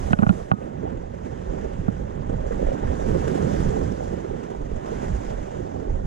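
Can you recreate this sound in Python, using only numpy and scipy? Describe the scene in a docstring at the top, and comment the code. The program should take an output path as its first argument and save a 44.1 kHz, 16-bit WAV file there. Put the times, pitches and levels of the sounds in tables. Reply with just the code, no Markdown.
"""Surf washes over a rocky shore: filtered noise layers under level curves, with chirping bubbles.
A fishing rod knocks on a small body-worn camera with two microphone ports: damped housing modes.
A metal part of the reel rings after the hardest knock, and wind buffets the ports with low noise.
A limiter briefly ducks the whole sound after hard blows.
"""
import sys
import numpy as np
from scipy import signal
from scipy.fft import rfft, irfft, next_fast_len
from scipy.io import wavfile
from scipy.ndimage import uniform_filter1d

SR = 44100
rng = np.random.default_rng(int(sys.argv[2]) if len(sys.argv) > 2 else 0)


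def persist_wave(psi):
    """Save psi, clipped to +-1, as 16-bit WAV."""
    counts = np.round(np.clip(psi, -1, 1) * 32767).astype(np.int16)
    wavfile.write(sys.argv[1], SR, np.atleast_2d(counts).T)


N = 267246  # samples

# Spectra of roar, wash, foam fizz and spray: (frequency [Hz], relative density [dB])
ROAR_COLOUR = [(60, -38), (130, -1.5), (200, 1.5), (300, -2), (400, -1.5), (520, -2), (640, -9.5),
               (780, -15), (1000, -23), (1600, -31.5), (4000, -100)]
WASH_COLOUR = [(200, -57), (600, 5), (900, 3), (1200, -6), (1500, -5), (1900, -8), (2300, -15.5),
               (2900, -17.5), (3600, -21), (4400, -33), (9000, -79)]
FIZZ_COLOUR = [(1500, -61), (3000, -3), (4500, -2.5), (5500, 1.5), (6700, 3.5), (7600, -3.5), (8700, -19.5),
               (10800, -26), (16000, -87)]
SPRAY_COLOUR = [(3000, -49), (7000, -8.5), (8700, -5.5), (10800, -15), (13400, -23), (15500, -30)]
# Opening and closing of the roar's upper edge: (time [s], lift [dB])
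ROAR_EDGE = [(0, 5), (.6, 3.5), (1.1, -3), (1.6, -1), (2.1, -0.5), (2.5, 3), (2.75, -0.5), (3.1, -0.5),
             (3.5, -4), (4.0, 0.5), (4.5, -1), (4.9, 3), (5.3, 3), (5.6, 2), (6.06, 1.5)]
# Share of the slap lift taken by roar, wash, fizz, spray [1]
SLAP_SHARES = [0.81, 0.58, 0.59, 0.91]
ROAR_EDGE_HZ = (540, 950)
FLICKER_RMS_DB = (0.99, 0.75, 0.97, 1.0)  # roar, wash, fizz, spray


def surf():
    """Breaking water as four noise bands, all lifted by the same splashes by their own shares."""
    roar = noise(ROAR_COLOUR, size=1024, patchy_db=1.0, patch_s=0.04, patch_hz=250)
    edge = signal.lfilter(*signal.butter(2, ROAR_EDGE_HZ, "band", fs=SR), roar)
    roar = roar + (gain_of(level_db(ROAR_EDGE, col=1)) - 1) * edge
    wash = noise(WASH_COLOUR, size=512, patchy_db=1.26, patch_s=0.036, patch_hz=700)
    fizz = noise(FIZZ_COLOUR, size=256, patchy_db=1.5, patch_s=0.026, patch_hz=1500)
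    spray = noise(SPRAY_COLOUR, size=256, patchy_db=1.0, patch_s=0.047, patch_hz=1500)

    slaps_db, flicker = splashes()
    sea = np.zeros((2, N))
    layers = zip((roar, wash, fizz, spray), swells_db(), SLAP_SHARES, FLICKER_RMS_DB)
    for layer, swell_db, slap_share, flicker_db in layers:
        sea += layer * gain_of(swell_db + slap_share * slaps_db + flicker_db * flicker)
    return sea


# Swell of the sea: (time [s], roar level [dB], wash level [dB], fizz level [dB])
SURF = [(0.0, -36.5, -46.5, -56.5), (0.11, -35, -47.5, -56), (0.2, -31, -48, -59),
        (0.34, -30.5, -45.5, -55), (0.462, -43, -54.5, -65), (0.6, -35, -52.5, -66),
        (0.76, -38.5, -55.5, -69.5), (0.88, -35, -52, -68), (1.06, -40.5, -56.5, -69),
        (1.28, -38, -53.5, -65), (1.65, -36, -50, -62.5), (1.9, -38, -52.5, -65), (2.27, -38, -53, -67),
        (2.45, -35.5, -51, -62.5), (2.56, -36.5, -49.5, -61), (2.7, -36.5, -48.5, -60.5),
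        (2.8, -35, -47.5, -61.5), (3.0, -30.5, -46.5, -56), (3.15, -31, -45.5, -55.5),
        (3.55, -29, -43, -52), (3.9, -33, -48.5, -58), (4.07, -36, -50, -58.5), (4.2, -32.5, -49.5, -61.5),
        (4.32, -37.5, -51, -63.5), (4.64, -37.5, -53.5, -64), (4.8, -37, -51, -63.5),
        (4.93, -34.5, -46.5, -58), (5.18, -35.5, -48.5, -58.5), (5.3, -36, -49, -59),
        (5.54, -36.5, -51, -62.5), (5.88, -35, -55, -65.5), (6.06, -40, -55, -66.5)]
# Heavier lumps of water landing, in the roar:
# (peak time [s], lift, negative = dip [dB], 1/e half length [s])
LUMPS = [(0.851, 4, 0.026), (1.547, 3, 0.055), (1.656, 6, 0.014), (2.016, 1.5, 0.026), (2.335, 6, 0.0097),
         (2.507, -4, 0.0068), (2.622, 6, 0.042), (2.747, 6, 0.018), (2.834, 9, 0.01), (2.92, 4, 0.027),
         (3.161, 9, 0.015), (3.405, 2.5, 0.15), (3.79, 4.5, 0.05), (4.024, 3.5, 0.038), (4.132, 5.5, 0.012),
         (4.347, 7.5, 0.013), (4.883, 2, 0.017), (5.116, -1, 0.048)]
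SPRAY_DB, SPRAY_PER_FIZZ, MEAN_FIZZ_DB = -76, 1.23, -63.5  # spray swings more than the fizz
COVER_S, COVER_LENGTH_S, OPEN_DB = 0.75, 0.1, 4.5  # spray lift until a gloved hand shades the ports


def swells_db():
    """Levels of roar, wash, fizz and spray as the waves break."""
    t = np.arange(N) / SR
    roar, wash, fizz = (level_db(SURF, col=k) for k in (1, 2, 3))
    lumps = sum(db * np.exp(-((t - s) / length_s) ** 2) for s, db, length_s in LUMPS)
    unshaded = OPEN_DB * np.clip((COVER_S - t) / COVER_LENGTH_S + 0.5, 0, 1)
    spray = SPRAY_DB + SPRAY_PER_FIZZ * (fizz - MEAN_FIZZ_DB) + unshaded
    return roar + lumps, wash, fizz, spray


# Small slaps of water on rock, peaking half a length after the start:
# (start [s], lift before the layer's share, negative = dip [dB], length [s])
SLAPS = [(0.771, 4, 0.01), (1.137, 7.5, 0.011), (1.249, 6.5, 0.017), (2.291, 9.5, 0.013),
         (2.32, 4.5, 0.011), (2.47, 2.5, 0.018), (2.507, 1.5, 0.028), (2.516, 4.5, 0.016),
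         (2.578, 3, 0.0097), (2.66, 4, 0.026), (2.72, 3.5, 0.013), (2.87, 3.5, 0.0088), (3.081, 4.5, 0.022),
         (3.213, 3.5, 0.0045), (3.351, 5.5, 0.0095), (3.602, 3.5, 0.0058), (4.052, -3, 0.0058),
         (4.43, 7, 0.012), (4.501, 8, 0.011), (4.67, -4, 0.0092), (5.028, 5, 0.016), (5.46, 1.5, .012)]


def splash_shape(u):
    """Quick rise to 1 at u = 1, slower fall."""
    u = np.maximum(u, 0)
    return u * np.exp(1 - u)


def splashes(per_s=76.0, rise_s=0.0032):
    """Slap lifts in dB, and an rms-1 flicker of random small splashes, common to all layers."""
    t = np.arange(N) / SR
    slaps_db = sum(db * splash_shape(2 * (t - s) / length_s) for s, db, length_s in SLAPS)
    drops = rng.uniform(0.16, 2.9, N) * (rng.random(N) < per_s / SR)
    flicker = signal.oaconvolve(drops, splash_shape(t[:SR // 10] / rise_s))[:N]
    return slaps_db, evened(flicker - flicker.mean())


# Single plops in hollows of the rock: (time [s], level [dB], starting pitch [Hz])
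PLOPS = [(0.837, -29, 369), (0.869, -37, 394), (1.135, -42, 528), (1.474, -25.5, 368), (1.559, -23.5, 370),
         (2.317, -26.5, 480), (2.464, -25, 440), (2.508, -18.5, 460), (2.594, -23, 520),
         (2.624, -20.5, 424), (2.668, -22.5, 566), (2.686, -22, 520), (2.717, -19, 510), (2.754, -28, 397),
         (2.968, -28, 353), (3.15, -23, 457), (3.33, -29, 437), (3.511, -25, 465), (4.041, -35, 552),
         (4.138, -25, 348), (4.19, -31, 433), (4.244, -21.5, 357), (4.309, -22, 390), (4.344, -36, 470),
         (4.514, -25.5, 363), (4.658, -33, 560), (4.715, -27, 387), (4.839, -42, 388), (4.889, -26, 463),
         (4.919, -24, 430), (5.278, -47, 395), (5.323, -29, 460)]
# Splashes bursting into small bubbles:
# (start [s], level of one bubble [dB], centre starting pitch [Hz], length [s])
BURSTS = [(0.608, -47, 1700, .04), (1.234, -50, 1900, 0.043), (2.292, -51, 1500, .03),
          (2.47, -54, 1600, .04), (2.51, -38, 1390, .022), (2.653, -43, 1500, .05), (2.868, -47, 1500, .05),
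          (3.073, -48, 1500, .06), (3.32, -48, 1600, .06), (4.12, -49, 1700, .1), (4.83, -41, 1220, .06),
          (4.9, -56, 1700, 0.11), (5.02, -55, 2200, .04), (5.16, -49, 1910, .03), (5.205, -51, 1600, .03),
          (5.31, -49, 1700, 0.035), (5.54, -49, 1200, .04)]
BURST_BUBBLES, BURST_OCTAVES = 14, 0.6  # bubbles per burst, pitch spread each way
GURGLES_PER_S, GURGLE_DB, GURGLE_HZ = 120, -11, (328.3, 800)  # dB re roar swell
FIZZLES_PER_S, FIZZLE_DB, FIZZLE_HZ = 200, -10, (900, 3300)  # dB re wash swell


def gurgles():
    """Air bubbles: scattered ones follow roar and wash; plops and bursts come at set times."""
    roar_db, wash_db = swells_db()[:2]
    large = scattered(GURGLES_PER_S, *GURGLE_HZ) * gain_of(roar_db + GURGLE_DB)
    small = scattered(FIZZLES_PER_S, *FIZZLE_HZ) * gain_of(wash_db + FIZZLE_DB)
    water = (large + small)[None]
    for s, db, hz in PLOPS:
        add(water, s, gain_of(db) * bubble(hz)[None])
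    for s, db, centre_hz, length_s in BURSTS:
        for late, high in rng.random((BURST_BUBBLES, 2)):
            hz = centre_hz * 2 ** (BURST_OCTAVES * (2 * high - 1))
            add(water, s + late * length_s, gain_of(db) * bubble(hz)[None])

    size = next_fast_len(N)
    left = left_port(np.fft.rfftfreq(size, 1 / SR))
    middle = abs(1 + left) / 2  # levels refer to the mean of both ports
    return irfft(rfft(water, size) * [left / middle, 1 / middle], size)[:, :N]


GURGLE_SPREAD_DB = 2.5  # scale of the exponential spread


def scattered(per_s, low_hz, high_hz):
    """Bubbles of random strength and pitch at random moments, lower ones louder, rms 1."""
    spread_db = GURGLE_SPREAD_DB * np.minimum(rng.exponential(1, N), 4)
    strikes = gain_of(spread_db) * (rng.random(N) < per_s / SR)
    kind = rng.integers(0, 16, N)
    out = np.zeros(N)
    for k, hz in enumerate(np.geomspace(low_hz, high_hz, num=16)):
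        out += signal.oaconvolve(strikes * (kind == k), bubble(hz) * low_hz / hz)[:N]
    return evened(out)


PLOP_CYCLES = 19.4  # cycles of the starting pitch to fall 60 dB
PLOP_CHIRP = 0.13  # pitch climbs by twice this share meanwhile


def bubble(hz):
    """A short dying tone that climbs as the air pocket shrinks."""
    cycle = np.arange(0, PLOP_CYCLES, hz / SR)
    progress = cycle / PLOP_CYCLES
    envelope = np.minimum(cycle, 1) * gain_of(-60 * progress)
    return envelope * np.sin(2 * np.pi * cycle * (1 + PLOP_CHIRP * progress))


# Blows on the housing: (time [s], crack level [dB], most strongly struck frequency [Hz],
# lean to the second mode set [dB], crack pitch factor [1], tick level [dB], tick pitch factor [1],
# tick edge level [dB], thump level [dB], thump frequency [Hz], thump t60 [s])
KNOCKS = [(0.106, -21, 600, 4, 0.98, -37, 1.2, 9, -0.5, 202, 0.045),
          (0.1315, -4.5, 1100, 0, 1.08, -12, 1.01, -5, 15, 195, 0.028),
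          (0.188, -15, 900, 0, 0.98, -22.5, 1.0, 1, 6, 198, 0.052),
          (0.2225, -14, 800, 4, 0.93, -34, .95, -4, 6.5, 195.4, 0.071),
          (0.2317, -4.5, 800, 3, 1.05, -24, .93, 0, 10, 210, 0.045),
          (0.2654, -9, 850, 3.5, 1.02, -24, .96, -8, 10.5, 173, 0.034),
          (0.292, -11, 1100, -1, 1, -17.5, 0.99, 2.5, 8, 182, 0.08),
          (0.302, -15, 650, 6, .99, -51, .9, 0, 10, 190, 0.044),
          (0.5152, -2, 1000, 6, 1.03, -14.5, 0.99, -1, 15, 166, 0.027),
          (0.533, -20, 700, -2, 0.68, -49, .97, 0, 5.5, 200, 0.038),
          (1.8819, -20.5, 600, 1, 0.99, -46, .81, 0, 4.5, 201, 0.038)]
# Housing modes before the pitch factor:
# (frequency [Hz], level [dB], t60 [s], weight of the lean: first set < 0, second set > 0 [1])
CRACK = [(470, -5, 0.039, -1.3), (660, 7.5, 0.023, -0.93), (763, -2.5, 0.035, 0.75),
         (1000, 9, 0.0095, -0.91), (1140, -0.5, 0.02, 0.77), (1376, 3, 0.036, -1.14),
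         (1614, -5, 0.011, -0.5)]
# Lower and upper contact modes before the pitch factor: (frequency [Hz], level [dB], t60 [s])
TICK = [(2614, 0.5, 0.013), (2760, -17, 0.026), (2870, -4.5, 0.014)]
TICK_EDGE = [(3540, -17, 0.017), (4060, -11.5, 0.0096), (4480, -18, 0.013), (6400, -23, .01),
             (8500, -26, 0.0067), (11500, -43, .006)]
# Metal reel part: (frequency [Hz], level [dB], t60 [s])
RING = [(1243, -33.5, 0.4), (1290, -41, 0.25)]
RING_S = 0.518
FOCUS_DB = 4.5  # loss one octave from the most strongly struck frequency
CRACK_TOP_HZ = 1740  # the rubbery contact excites little above this
CRACK_LEFT_DB, CRACK_LEFT_DB_PER_OCTAVE = 2, 5  # left re right at CRACK_TOP_HZ, and its slope
TICK_LEFT_DB, THUMP_LEFT_DB = -1.5, -20  # left re right
CRACK_LEAD_RAD, TICK_LEAD_RAD = 2.58, 1.56  # left re right
THUMP_LAG_S = 0.0013  # the mount yields a moment after the contact
PUSH_HZ, PUSH_DB, PUSH_T60_S = 106, -8.5, 0.04  # low shove, dB re thump


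def knocks():
    """Blows tick and crack the housing, the camera rocks on its mount, and a reel part rings."""
    out, t = np.zeros((2, N)), np.arange(SR // 8) / SR
    soft = signal.butter(2, CRACK_TOP_HZ, fs=SR)
    push = modes([(PUSH_HZ, PUSH_DB, PUSH_T60_S)], t, rise_s=0.0053)
    for (s, crack_db, struck_hz, lean_db, crack_pitch, tick_db, tick_pitch, edge_db,
         thump_db, thump_hz, thump_t60_s) in KNOCKS:
        left, right = [], []
        for hz, db, t60_s, side in CRACK:
            right_db = db + side * lean_db - FOCUS_DB * np.log2(hz / struck_hz) ** 2
            left_re_right_db = CRACK_LEFT_DB + CRACK_LEFT_DB_PER_OCTAVE * np.log2(hz / CRACK_TOP_HZ)
            right.append((hz, right_db, t60_s))
            left.append((hz, right_db + left_re_right_db, t60_s))
        crack = [modes(left, t, crack_pitch, rise_s=0.00057, lead_rad=CRACK_LEAD_RAD),
                 modes(right, t, crack_pitch, rise_s=0.00057)]
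        add(out, s, -gain_of(crack_db) * signal.lfilter(*soft, crack))

        contact = TICK + [(hz, db + edge_db, t60_s) for hz, db, t60_s in TICK_EDGE]
        tick = [modes(contact, t, tick_pitch, rise_s=0.0011, lead_rad=lead)
                for lead in (TICK_LEAD_RAD, 0)]
        add(out, s, gain_of([[tick_db + TICK_LEFT_DB], [tick_db]]) * tick)

        thump = modes([(thump_hz, 0, thump_t60_s)], t, rise_s=0.0045) - push
        opposed = np.array([-thump, thump])
        add(out, s + THUMP_LAG_S, gain_of([[thump_db + THUMP_LEFT_DB], [thump_db]]) * opposed)

    ring_t = np.arange(SR // 2) / SR
    ring = [modes(RING, ring_t, rise_s=0.004, lead_rad=lead) for lead in (CRACK_LEAD_RAD, 0)]
    add(out, RING_S, np.array(ring))
    return out


def modes(table, t, pitch=1, rise_s=0.001, lead_rad=0):
    """Resonances as exponentially dying sines with a soft start."""
    rings = sum(gain_of(db - 60 * t / t60_s) * np.sin(2 * np.pi * hz * pitch * t + lead_rad)
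                for hz, db, t60_s in table)
    return rings * (1 - np.exp(-(t / rise_s) ** 2))


# Spectra of buffeting and flutter: (frequency [Hz], relative density [dB])
WIND_COLOUR = [(8, -24), (20, 5), (35, 1.5), (55, 3), (80, -7), (150, -36), (600, -100)]
FLUTTER_COLOUR = [(30, -50), (60, -2), (100, -3), (150, -6), (200, -8), (400, -65), (1000, -100)]


def wind():
    """Lumpy low pressure swings at the ports, with a quicker flutter in the gusts."""
    buffet = noise(WIND_COLOUR, size=4096, patchy_db=1.5, patch_s=0.06, patch_hz=30)
    flutter = noise(FLUTTER_COLOUR, size=2048, patchy_db=1.5, patch_s=0.05, patch_hz=60)
    return gusts(col=1) * buffet + gusts(col=2) * flutter


# Gusts on the ports: (peak time [s], buffeting level [dB], flutter level [dB], half length [s])
GUSTS = [(0.0, -28, -36, 0.15), (0.104, -22.5, -27.5, 0.021), (0.27, -27, -31, 0.12),
         (0.39, -44, -47, 0.053), (0.642, -37, -48, 0.016), (0.837, -58, -31.5, 0.095),
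         (0.997, -34.5, -43, 0.093), (1.295, -44, -36, 0.18), (1.502, -26.5, -55, 0.023),
         (1.643, -30.5, -54, 0.081), (1.796, -29.5, -30, 0.049), (2.007, -33, -29.5, 0.11),
         (2.177, -34, -31, .08), (2.345, -28, -29.5, 0.068), (2.495, -28.5, -48, 0.16),
         (2.669, -21, -49, 0.035), (2.849, -31, -27, 0.023), (2.89, -22, -44, 0.033),
         (3.125, -24, -27, 0.11), (3.252, -38, -29, 0.021), (3.445, -43, -23.5, 0.043),
         (3.53, -35, -25.5, 0.027), (3.66, -24.5, -23.5, 0.081), (3.733, -38, -21, 0.012),
         (3.81, -27, -48, 0.03), (3.853, -39, -27.5, 0.055), (3.93, -31, -38, 0.018),
         (4.102, -34, -32.5, 0.091), (4.323, -34.5, -39.5, 0.04), (4.635, -28.5, -37, 0.048),
         (4.744, -24.5, -42, 0.046), (4.898, -33, -53, 0.029), (4.974, -33.5, -40, 0.036),
         (5.128, -25, -27, 0.059), (5.336, -30, -38, 0.082), (5.42, -38, -35, 0.026),
         (5.61, -38, -33.5, 0.06), (5.774, -38, -37, 0.035), (5.92, -19.5, -35, 0.047),
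         (6.062, -24, -28, 0.049)]
LULL_DB = (-53, -42.5)  # buffeting, flutter between gusts
GUST_EDGE_DB, GUST_POINT = -7.5, 1.6  # drop one half length from the peak, exponent of the drop


def gusts(col):
    """Gain of one wind layer: gust powers add to the lull, each falling away on both sides."""
    t = np.arange(0, N + 64, 64) / SR
    power = gain_of(2 * LULL_DB[col - 1])
    for row in GUSTS:
        drop_db = GUST_EDGE_DB * abs((t - row[0]) / row[-1]) ** GUST_POINT
        power = power + gain_of(2 * (row[col] + drop_db))
    return np.interp(np.arange(N) / SR, t, np.sqrt(power))


# Left port re right:
# (frequency [Hz], likeness 0-1 [1], phase lead [rad], level [dB])
PORTS = [(40, .93, -.4, -5), (100, .94, -.1, -9), (200, .88, .2, -12), (300, .9, 1.2, -13.5),
         (400, .93, 1.9, -11), (500, .95, 2.4, -7), (610, .95, 2.8, -4), (780, .87, 3.2, -3.5),
         (1000, .76, 2.9, -3.5), (1500, .73, 1.7, -2), (2300, .5, .4, -2.5), (2900, .6, .8, -1.5),
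         (4500, .4, -.6, -7), (5600, .5, -2, -5.5), (7000, .45, -.6, -5), (8700, .55, 0, -.5),
         (13000, .88, 0, 0)]


def left_port(hz):
    """Complex gain of the left port against the right."""
    return gain_of(read(PORTS, hz, col=3)) * np.exp(1j * read(PORTS, hz, col=2))


def noise(colour, size, patchy_db, patch_s, patch_hz):
    """Random short-time spectra with drifting patches at two partly alike ports; mean has rms 1."""
    hop, hz = size // 4, np.fft.rfftfreq(size, 1 / SR)
    frames = N // hop + 5
    a, b, c, d, patches = rng.standard_normal((frames, len(hz), 5)).T
    span = max(round(patch_s * SR / hop), 1)
    width = max(round(patch_hz * size / SR), 1)
    patches = evened(uniform_filter1d(uniform_filter1d(patches, width, 0), span, 1))

    likeness = np.clip(read(PORTS, hz), 0, 1)[:, None]
    right = a + 1j * b
    left = likeness * right + np.sqrt(1 - likeness ** 2) * (c + 1j * d)
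    left = left * left_port(hz)[:, None]
    spectra = np.array([left, right]) * gain_of(read(colour, hz)[:, None] + patchy_db * patches)
    out = signal.istft(spectra, nperseg=size, noverlap=size - hop)[1][:, :N]
    return out / np.sqrt(np.mean(out.mean(0) ** 2))


def gain_of(db):
    """Decibels to amplitude gain."""
    return 10 ** (np.asarray(db) / 20)


def evened(x):
    """Scales to rms 1."""
    return x / np.sqrt(np.mean(x ** 2) + 1e-20)


def read(points, hz, col=1):
    """A table column, interpolated on a log-frequency axis."""
    table = np.transpose(points)
    return np.interp(np.log(hz + 1), np.log(table[0] + 1), table[col])


def level_db(table, col):
    """A dB column, interpolated at every sample."""
    table = np.transpose(table)
    return np.interp(np.arange(N) / SR, table[0], table[col])


def add(mix, s, sound):
    """Mixes a sound in at s seconds, cut at the end of the mix."""
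    part = mix[:, round(s * SR):][:, :sound.shape[1]]
    part += sound[:, :part.shape[1]]


def scene():
    """Sea, bubbles, knocks and wind."""
    return surf() + gurgles() + knocks() + wind()


SENSE_HZ, THRESHOLD_DB, DUCK_SHARE = 410, -18.0, 0.67  # senses above the wind
ATTACK_S, RECOVERY_DB_PER_S = 0.0021, 114.0  # recovery of the sensed level
EDGE_HZ = 15700


def record(dry):
    """A limiter with a lagging attack and a steady dB recovery, then a low-pass band limit."""
    sensed = signal.lfilter(*signal.butter(1, SENSE_HZ, "high", fs=SR), dry)
    louder_power = (sensed ** 2).max(0)
    power_db = 10 * np.log10(abs(uniform_filter1d(louder_power, 110)) + 1e-12)
    fall_db = np.arange(N) * RECOVERY_DB_PER_S / SR
    held_db = np.maximum.accumulate(power_db + fall_db) - fall_db
    over_db = np.maximum(held_db - THRESHOLD_DB, 0)
    lag = np.exp(-1 / (ATTACK_S * SR))
    duck_db = DUCK_SHARE * signal.lfilter([1 - lag], [1, -lag], over_db)
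    band_limit = signal.firwin(511, EDGE_HZ, window=("kaiser", 9), fs=SR)
    return signal.oaconvolve(dry / gain_of(duck_db), band_limit[None], "same")


dry = scene()
out = record(dry)
persist_wave(out)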